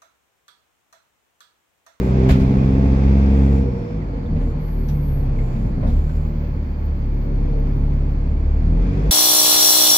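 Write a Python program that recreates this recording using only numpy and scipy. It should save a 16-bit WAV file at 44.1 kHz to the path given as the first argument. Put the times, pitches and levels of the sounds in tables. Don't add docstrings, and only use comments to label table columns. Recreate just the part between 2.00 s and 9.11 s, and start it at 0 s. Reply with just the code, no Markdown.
import sys
import numpy as np
from scipy.fft import rfft, irfft, next_fast_len
from scipy.io import wavfile
from scipy.ndimage import uniform_filter1d

SR = 44100
rng = np.random.default_rng(int(sys.argv[2]) if len(sys.argv) > 2 else 0)


def store_wav(level_fs):
    pcm = np.round(np.clip(np.atleast_2d(level_fs), -1, 1) * 32767)
    wavfile.write(sys.argv[1], SR, pcm.T.astype(np.int16))


N = 313551

# t/s, firing rate/Hz
ENGINE_SPEED = [(0, 63.5), (.4, 65.4), (1.25, 67.7), (1.56, 68.3), (1.68, 64.5), (1.96, 52.3), (2.18, 45),
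                (2.33, 38.1), (2.45, 37.6), (2.81, 38.2), (2.93, 36.4), (3.21, 34.5), (3.52, 32.4),
                (3.68, 32), (3.88, 33), (4.1, 38.6), (4.32, 37.4), (4.65, 36.3), (5.25, 35.4), (5.92, 35.2),
                (6.18, 35.8), (6.54, 35.8), (6.71, 39.8), (6.99, 48.7), (7.11, 51.8)]
# t/s, engine load re idle level/dB, road roughness re smooth level/dB
LOAD_AND_ROAD = [(0, 11.5, 1.5), (.25, 14, 1), (.6, 12, 1), (1.3, 13, -2), (1.55, 11, -0.5), (1.68, 2, 5),
                 (1.9, 2, -1), (2.2, -5.5, 3.5), (2.42, -3.5, 6), (2.7, -4, -2), (3.15, -2, 2),
                 (3.35, -1.5, 5.5), (3.55, 0.5, 0), (3.85, -5, 8), (4.12, -1.5, -3), (5.0, -4.5, -1),
                 (5.5, 0.5, 0), (6.4, -2.5, 1), (6.66, -0.5, 1), (6.77, 2, 2.5), (6.82, 6, 0),
                 (6.95, 8.5, -2), (7.11, 8.5, 2.5)]
# t/s, first level/dB, second level/dB, fourth level/dB, all others re PIPE_PASS level/dB
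FIRING_ORDERS = [(0, -23.5, -23.5, -37, 7.5), (.28, -17, -16.5, -22, 11.5), (.42, -22.5, -19, -25.5, 10),
                 (1.25, -13, -22.5, -27.5, 11.5), (1.58, -15, -23.5, -27, 10.5),
                 (1.7, -25, -25.5, -32.5, -3), (1.85, -34.5, -31, -42, -3), (2.0, -27.5, -42.5, -32, -3.5),
                 (2.22, -26, -36.5, -51, -5.5), (2.33, -24.5, -28, -23, -5), (2.45, -18.5, -28.5, -42, -5),
                 (2.6, -27, -33, -27, -7.5), (2.81, -18.5, -28, -31, 2), (2.93, -25, -25.5, -25, -4.5),
                 (3.3, -20.5, -25.5, -26, -5.5), (3.55, -23.5, -33, -26.5, -2.5),
                 (3.8, -25, -27.5, -33, 1.5), (3.93, -18, -21.5, -25, 1), (4.0, -20.5, -22.5, -28.5, -5.5),
                 (4.3, -24, -24.5, -28.5, -1), (4.65, -26.5, -24, -37, -8), (4.9, -24, -22, -38, -3),
                 (5.3, -20, -29, -29.5, 1.5), (5.62, -18.5, -28, -28.5, -2.5), (5.92, -18.5, -24, -26, -5),
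                 (6.18, -21.5, -24.5, -29.5, -1.5), (6.54, -19, -19.5, -39, -3),
                 (6.72, -15.5, -20, -23.5, 1.5), (6.82, -16, -36.5, -28, -0.5),
                 (6.93, -24.5, -24, -34, 2.5), (7.11, -13.5, -30.5, -36, 3.5)]
# f/Hz, level/dB
PIPE_PASS = [(95, -34.5), (106, -32), (116, -39.5), (150, -26.5), (178, -33.5), (200, -32), (215, -31.5),
             (226, -25.5), (250, -32.5), (268, -32), (282, -25.5), (305, -40.5), (335, -42.5), (372, -37),
             (388, -26), (408, -49.5), (460, -40.5), (540, -40), (600, -53), (670, -52.5), (740, -40.5),
             (810, -45.5), (870, -39.5), (960, -62)]
# f/Hz, gain/dB
CABIN_PASS = [(20, -22), (45, -11), (100, -8), (180, -5), (280, -22.5), (350, -18.5), (410, -17),
              (480, -11.5), (600, -22), (750, -39.5), (900, -23), (1000, -50.5)]
LAYER_FOLLOW = {"crank": (-46, 1.17, 1), "clatter": (-51, -0.22, 0.09), "rumble": (-28.5, 0.32, .9),
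                "buzz": (-47.5, .5, 0.97), "hum": (-43, 0.97, 0.12), "drone": (-36, 0.47, .6),
                "leak": (-51, 0.8, .1), "air": (-76.5, 0.73, .1)}
# f/Hz, level/dB per Hz
LEAK_COLOUR = [(650, -37.5), (1100, 3.5), (1140, -1), (1330, -1.5), (1410, -8), (1590, -2.5), (1690, -6),
               (2410, -2.5), (3040, -16), (3340, -11), (3960, -17.5), (4630, -16), (6040, -21),
               (7370, -27.5), (8600, -49.5), (11200, -70), (18900, -120)]
DRONE_COLOUR = [(200, -30.5), (300, 1), (350, 6), (410, -5.5), (465, 3.5), (560, -4.5), (700, -6.5),
                (1000, -10), (1500, -19.5), (2200, -62)]
RUMBLE_COLOUR = [(6, -28), (16, -6), (28, 3), (40, 15), (90, 10.5), (150, 8.5), (260, 7), (330, -9.5),
                 (500, -58)]
PANEL_COLOUR = [(300, -59.5), (500, 6.5), (1000, -1), (2200, 0.5), (4000, -4.5), (8000, -19), (12000, -24),
                (15500, -30.5)]
HIGH_BAND_COLOUR = [(4120, -30), (7000, 8), (7610, 5), (8330, -7), (13200, -2), (14700, -10.5),
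                    (15600, -17)]
AIR_COLOUR = [(5000, -10.5), (7500, 9), (8500, -2.5), (11000, 3.5), (12000, -8), (15600, -9.5)]
# f/Hz, -6 dB width/Hz, relative level/dB
COVER_MODES = [(1110, 830, 9), (1700, 210, 5), (2140, 470, 2), (3050, 170, -3), (4426, 650, -4),
               (5840, 210, -17.5), (6660, 850, -18)]
FLOOR_PAN_MODES = [(222, 5.5, 0), (279.8, 14, -3.5), (384.2, 7.2, -3), (668, 6.9, -11)]
SEAT_FRAME_MODES = [(452.4, 18, 1.5), (486, 9.9, -1.5)]
# t/s, rattle level/dB, thud level/dB, rattle tilt/dB per octave, rattle t60/s,
# loudest panel f/Hz, its boost level/dB
ROAD_BUMPS = [(0.289, -20.5, -3.5, -3.5, 0.14, 2320, 4.5), (.302, -28, -24.5, -0.5, 0.3, 1390, 5),
              (0.396, -40, -9.5, 1, 0.33, 2400, 5.5), (2.131, -32.5, -22.5, -5.5, 1, 476, 29.5),
              (2.015, -42.5, -31, 0.5, .08, 1910, 30), (2.258, -48, -34.5, -1, 0.07, 3550, 20.5),
              (2.359, -41, -9, -3.5, 0.14, 475, 7), (2.404, -42, -21.5, -4.5, 0.23, 1870, 7.5),
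              (2.883, -43.5, -13.5, 1.5, 0.18, 5900, 11.5), (3.386, -38, -22.5, -5.5, 0.12, 2140, 17.5),
              (3.826, -26, -10.5, -10, 0.32, 485, 8.5), (3.869, -49.5, -20.5, 3.5, 0.51, 3560, 4.5),
              (3.966, -54, -8.5, 2, 0.26, 2000, 0.5), (4.091, -44, -13.5, 0.5, 0.17, 1520, 19),
              (4.151, -52.5, -15, 4, .15, 11000, 3.5), (4.43, -40, -29.5, -6, .2, 490, 15),
              (4.503, -62.5, -15.5, 2, 0.045, 500, 13.5)]
# f/Hz, relative level/dB, t60/s
BODY_MODES = [(45.7, -0.5, 0.22), (75.6, -2, 0.18), (144.8, -12, 0.48)]
# t/s, f/Hz, level/dB
BRAKE_SQUEALS = [
    [(2.57, 12242, -88), (2.62, 12519, -63), (2.686, 12723, -64), (2.9, 12795, -60), (3.134, 12775, -57),
     (3.19, 12810, -61), (3.222, 12965, -67), (3.3, 12806, -80)],
    [(3.55, 14362, -80), (3.75, 14238, -82), (4.4, 14295, -72), (4.6, 14202, -77), (5.06, 14120, -74),
     (5.5, 14280, -77), (5.75, 14285, -71), (6.0, 14313, -75), (6.12, 14240, -77), (6.22, 13967, -83)],
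]
# t/s, f/Hz, level/dB
AXLE_WHINE = [(1.15, 428, -44), (1.35, 446, -36), (1.55, 462, -33), (1.8, 477, -36), (2.0, 484, -44)]
# t/s, f/Hz, level/dB
TURBO_WHISTLE = [(1.5, 5750, -74), (1.65, 5600, -69), (1.85, 5350, -70), (2.0, 5200, -76)]
# f/Hz, level/dB
ALTERNATOR_LINES = [(577, -53.5), (866, -61)]
# start t/s, length/s, level/dB before HIGH_BAND_TRIM_DB
BAND_SPELLS = [(0, 0.13, -61.5), (0.281, 0.054, -48), (0.364, 0.084, -67), (1.269, .39, -65.5),
               (1.769, 0.042, -71.5), (2.379, 0.17, -68), (2.869, 0.066, -72.5), (3.282, 0.48, -67),
               (3.836, 0.5, -68), (6.881, 0.27, -74.5)]
# f/Hz, left-right likeness (1 same, 0 unrelated, -1 opposed)
LIKENESS = [(60, 0.99), (99, 1), (160, 0.99), (270, 1), (450, 0.25), (740, 0.51), (1220, -0.66),
            (2010, -0.11), (3330, -0.039), (5500, -0.083), (9080, -0.12), (15000, 0.91)]
# f/Hz, left minus right level/dB
BALANCE = [(60, 0.5), (110, -3), (200, 1.5), (380, -0.5), (700, -4), (1290, 0.5), (2380, -3.0), (4400, 3),
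           (8120, -0.5), (15000, 9.5)]

UNSTEADY_FROM_S, UNSTEADY_TO_S = 1.66, 4.0
STEADY_WAVER_DB, UNSTEADY_WAVER_DB = 0.9, 4
BLUR_RAD_PER_DB = 0.06
ORDER_FALL_DB = 10
DRONE_TRIM_DB, HIGH_BAND_TRIM_DB = -4.0, 1.5
SPELL_EDGE = 0.23
TOP_HZ = 15760


def engine(firings, rate, weak_db):
    loose_rad = 0.25 + 1.6 * (rate.max() - rate) / rate
    t = np.arange(N) / SR
    unsteady = (t > UNSTEADY_FROM_S) & (t < UNSTEADY_TO_S)
    waver_db = np.where(unsteady, UNSTEADY_WAVER_DB, STEADY_WAVER_DB)
    waver_db = uniform_filter1d(waver_db, size=SR // 10)
    first_db, second_db, fourth_db, others_db = curves(FIRING_ORDERS)
    strong = {1: first_db, 2: second_db, 4: fourth_db}
    out = 0
    for crank_order in range(2, 43):
        order = crank_order / 3
        hz = order * rate
        if crank_order % 3:
            db = weak_db + along(CABIN_PASS, hz) + 3 * wobble(2.5)
            start = 2 * np.pi * rng.random()
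        else:
            if order in strong:
                db = strong[order]
            else:
                fall_db = ORDER_FALL_DB * np.log2(order / 3)
                db = others_db + along(PIPE_PASS, hz) - fall_db + waver_db * wobble(14)
            db = db + 0.9 * wobble(14)
            blur = BLUR_RAD_PER_DB * waver_db * np.log2(order) * wobble(25)
            start = 0.7 + loose_rad * wobble(0.8) + blur
        out += tone(order * firings, hz, db, start)
    return out


def chuff_pulse(firings):
    which = firings.astype(int)
    cylinder_db = rng.normal(0, 6.7, size=6)[which % 6]
    shot_db = rng.normal(0, 3.3, which[-1] + 1)[which]
    return 1 + 0.24 * amp(cylinder_db + shot_db) * np.exp(-3 * (firings % 1))


def exhaust_leak(db, chuff):
    noise = rush(lambda hz: along(LEAK_COLOUR, hz), chuff)
    return amp(db + 0.72 * wobble(11.0)) * noise


def valve_clatter(db, chuff):
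    noise = rush(lambda hz: peaks_db(COVER_MODES, hz), chuff ** 0.47)
    return amp(db + 1.1 * wobble(7.7)) * noise


def drone(db, chuff):
    noise = rush(lambda hz: along(DRONE_COLOUR, hz), chuff ** 0.35)
    return amp(db + DRONE_TRIM_DB + 0.47 * wobble(4.3)) * noise


def bumps():
    out, t = np.zeros((2, N + SR)), np.arange(SR // 2) / SR
    for s, db, thud_db, tilt_db, t60, panel_hz, panel_db in ROAD_BUMPS:
        modes = [amp(level - 60 * t / decay) * np.sin(2 * np.pi * hz * t) for hz, level, decay in BODY_MODES]
        thud = -sum(modes) * (1 - np.exp(-t / 0.01))
        grain_db = 6.1 * uniform_filter1d(rng.standard_normal(len(t)), size=64)

        def colour_db(hz):
            loudest = panel_db / (1 + (hz - panel_hz) ** 2 / (0.08 * panel_hz) ** 2)
            return along(PANEL_COLOUR, hz) + loudest + tilt_db * np.log2(hz / 2000 + 0.01)

        rattle = rush(colour_db, amp(grain_db), len(t))
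        fall = amp(db - 60 * t / max(t60, 0.02)) * (1 - np.exp(-t / 0.0024))
        begin = round(s * SR)
        out[:, begin:begin + len(t)] += amp(thud_db) * thud + fall * rattle
    return out[:, :N]


def rumble(db):
    return amp(db + 1.5 * wobble(9)) * rush(lambda hz: along(RUMBLE_COLOUR, hz))


def floor_hum(db):
    return amp(db) * rush(lambda hz: peaks_db(FLOOR_PAN_MODES, hz))


def seat_buzz(db):
    return amp(db + 4 * wobble(5)) * rush(lambda hz: peaks_db(SEAT_FRAME_MODES, hz))


def brakes():
    return sum(glide(rows, flutter_db=3, drift_hz=40) for rows in BRAKE_SQUEALS)


def axle_gear():
    return glide(AXLE_WHINE, flutter_db=0.5, drift_hz=15.8)


def turbocharger():
    return glide(TURBO_WHISTLE, flutter_db=1.5, drift_hz=90)


def alternator():
    lines = [[(0, hz, db), (N / SR, hz, db)] for hz, db in ALTERNATOR_LINES]
    return sum(glide(rows, flutter_db=3.5, drift_hz=14) for rows in lines)


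def high_band_noise():
    t = np.arange(N) / SR
    power = 1e-12
    for s, length, db in BAND_SPELLS:
        to_edge = np.minimum(t - s, s + length - t)
        opening = np.clip(to_edge / (SPELL_EDGE * length), 0, 1)
        power = power + (amp(db) * opening) ** 2
    band_db = 10 * np.log10(power)
    noise = rush(lambda hz: along(HIGH_BAND_COLOUR, hz))
    return amp(band_db + HIGH_BAND_TRIM_DB + 1.1 * wobble(8.1)) * noise


def air_noise(db):
    return amp(db) * rush(lambda hz: along(AIR_COLOUR, hz))


def rush(colour_db, pulse=1, n=N):
    def mid_side(hz):
        turn = np.arccos(np.clip(along(LIKENESS, hz), -1, 1)) / 2
        return amp(colour_db(hz)) * [np.cos(turn), np.sin(turn)]

    mid, side = filtered(rng.standard_normal((2, n)) * pulse, mid_side)
    return unit(np.array([mid + side, mid - side]))


def tone(cycles, hz, db, start=0):
    shift = np.arccos(np.clip(along(LIKENESS, np.mean(hz)), 0, 1)) / 2
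    angle = 2 * np.pi * (cycles % 1) + start + np.array([[shift], [-shift]])
    return np.sqrt(2) / np.cos(shift) * amp(db) * np.cos(angle.astype(np.float32))


def glide(rows, flutter_db, drift_hz):
    hz, db = curves(rows)
    t = np.arange(N) / SR
    fade = np.clip(np.minimum(t - rows[0][0], rows[-1][0] - t) / 0.017, 0, 1)
    hz = hz + drift_hz * wobble(500)
    return fade * tone(np.cumsum(hz) / SR, hz, db + flutter_db * wobble(35))


def peaks_db(modes, hz):
    power = 0
    for centre, width, db in modes:
        power = power + amp(db) ** 2 / (1 + (2 * (hz - centre) / width) ** 2) ** 2
    return 10 * np.log10(power)


def filtered(x, response):
    n = x.shape[-1]
    m = next_fast_len(n + 8192)
    return irfft(rfft(x, m) * response(np.fft.rfftfreq(m, 1 / SR)), m)[..., :n]


def along(points, hz):
    f, v = np.transpose(points)
    return np.interp(np.log(hz + 1), np.log(f + 1), v)


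def curves(rows):
    s, *cols = np.transpose(rows)
    return [np.interp(np.arange(N) / SR, s, c) for c in cols]


def wobble(rate):
    knots = rng.standard_normal(int(N * rate / SR) + 2)
    return np.interp(np.arange(N) * rate / SR, np.arange(len(knots)), knots)


def amp(db):
    return np.exp(np.asarray(db) * (np.log(10) / 20))


def unit(x):
    return x / np.sqrt(np.mean(x ** 2) + 1e-20)


def scene():
    rate, = curves(ENGINE_SPEED)
    load_db, road_db = curves(LOAD_AND_ROAD)
    db = {}
    for name, (base_db, pull, shake) in LAYER_FOLLOW.items():
        db[name] = base_db + pull * load_db + shake * road_db
    firings = np.cumsum(rate) / SR
    chuff = chuff_pulse(firings)
    motor = engine(firings, rate, db["crank"])
    motor += exhaust_leak(db["leak"], chuff) + valve_clatter(db["clatter"], chuff) + drone(db["drone"], chuff)
    body = bumps() + rumble(db["rumble"]) + floor_hum(db["hum"]) + seat_buzz(db["buzz"])
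    tones = brakes() + axle_gear() + turbocharger() + alternator()
    return motor + body + tones + high_band_noise() + air_noise(db["air"])


def record(dry):
    ending = np.sin(np.pi / 2 * np.clip(np.arange(N)[::-1] / 300, 0, 1)) ** 2
    half_each = np.array([[0.5], [-0.5]])
    stereo = filtered(dry * ending, lambda hz: amp(half_each * along(BALANCE, hz)))
    rounded = stereo / (1 + (stereo / 0.96) ** 12) ** (1 / 12)
    return filtered(rounded, lambda hz: hz < TOP_HZ)


dry = scene()
out = record(dry)
store_wav(out)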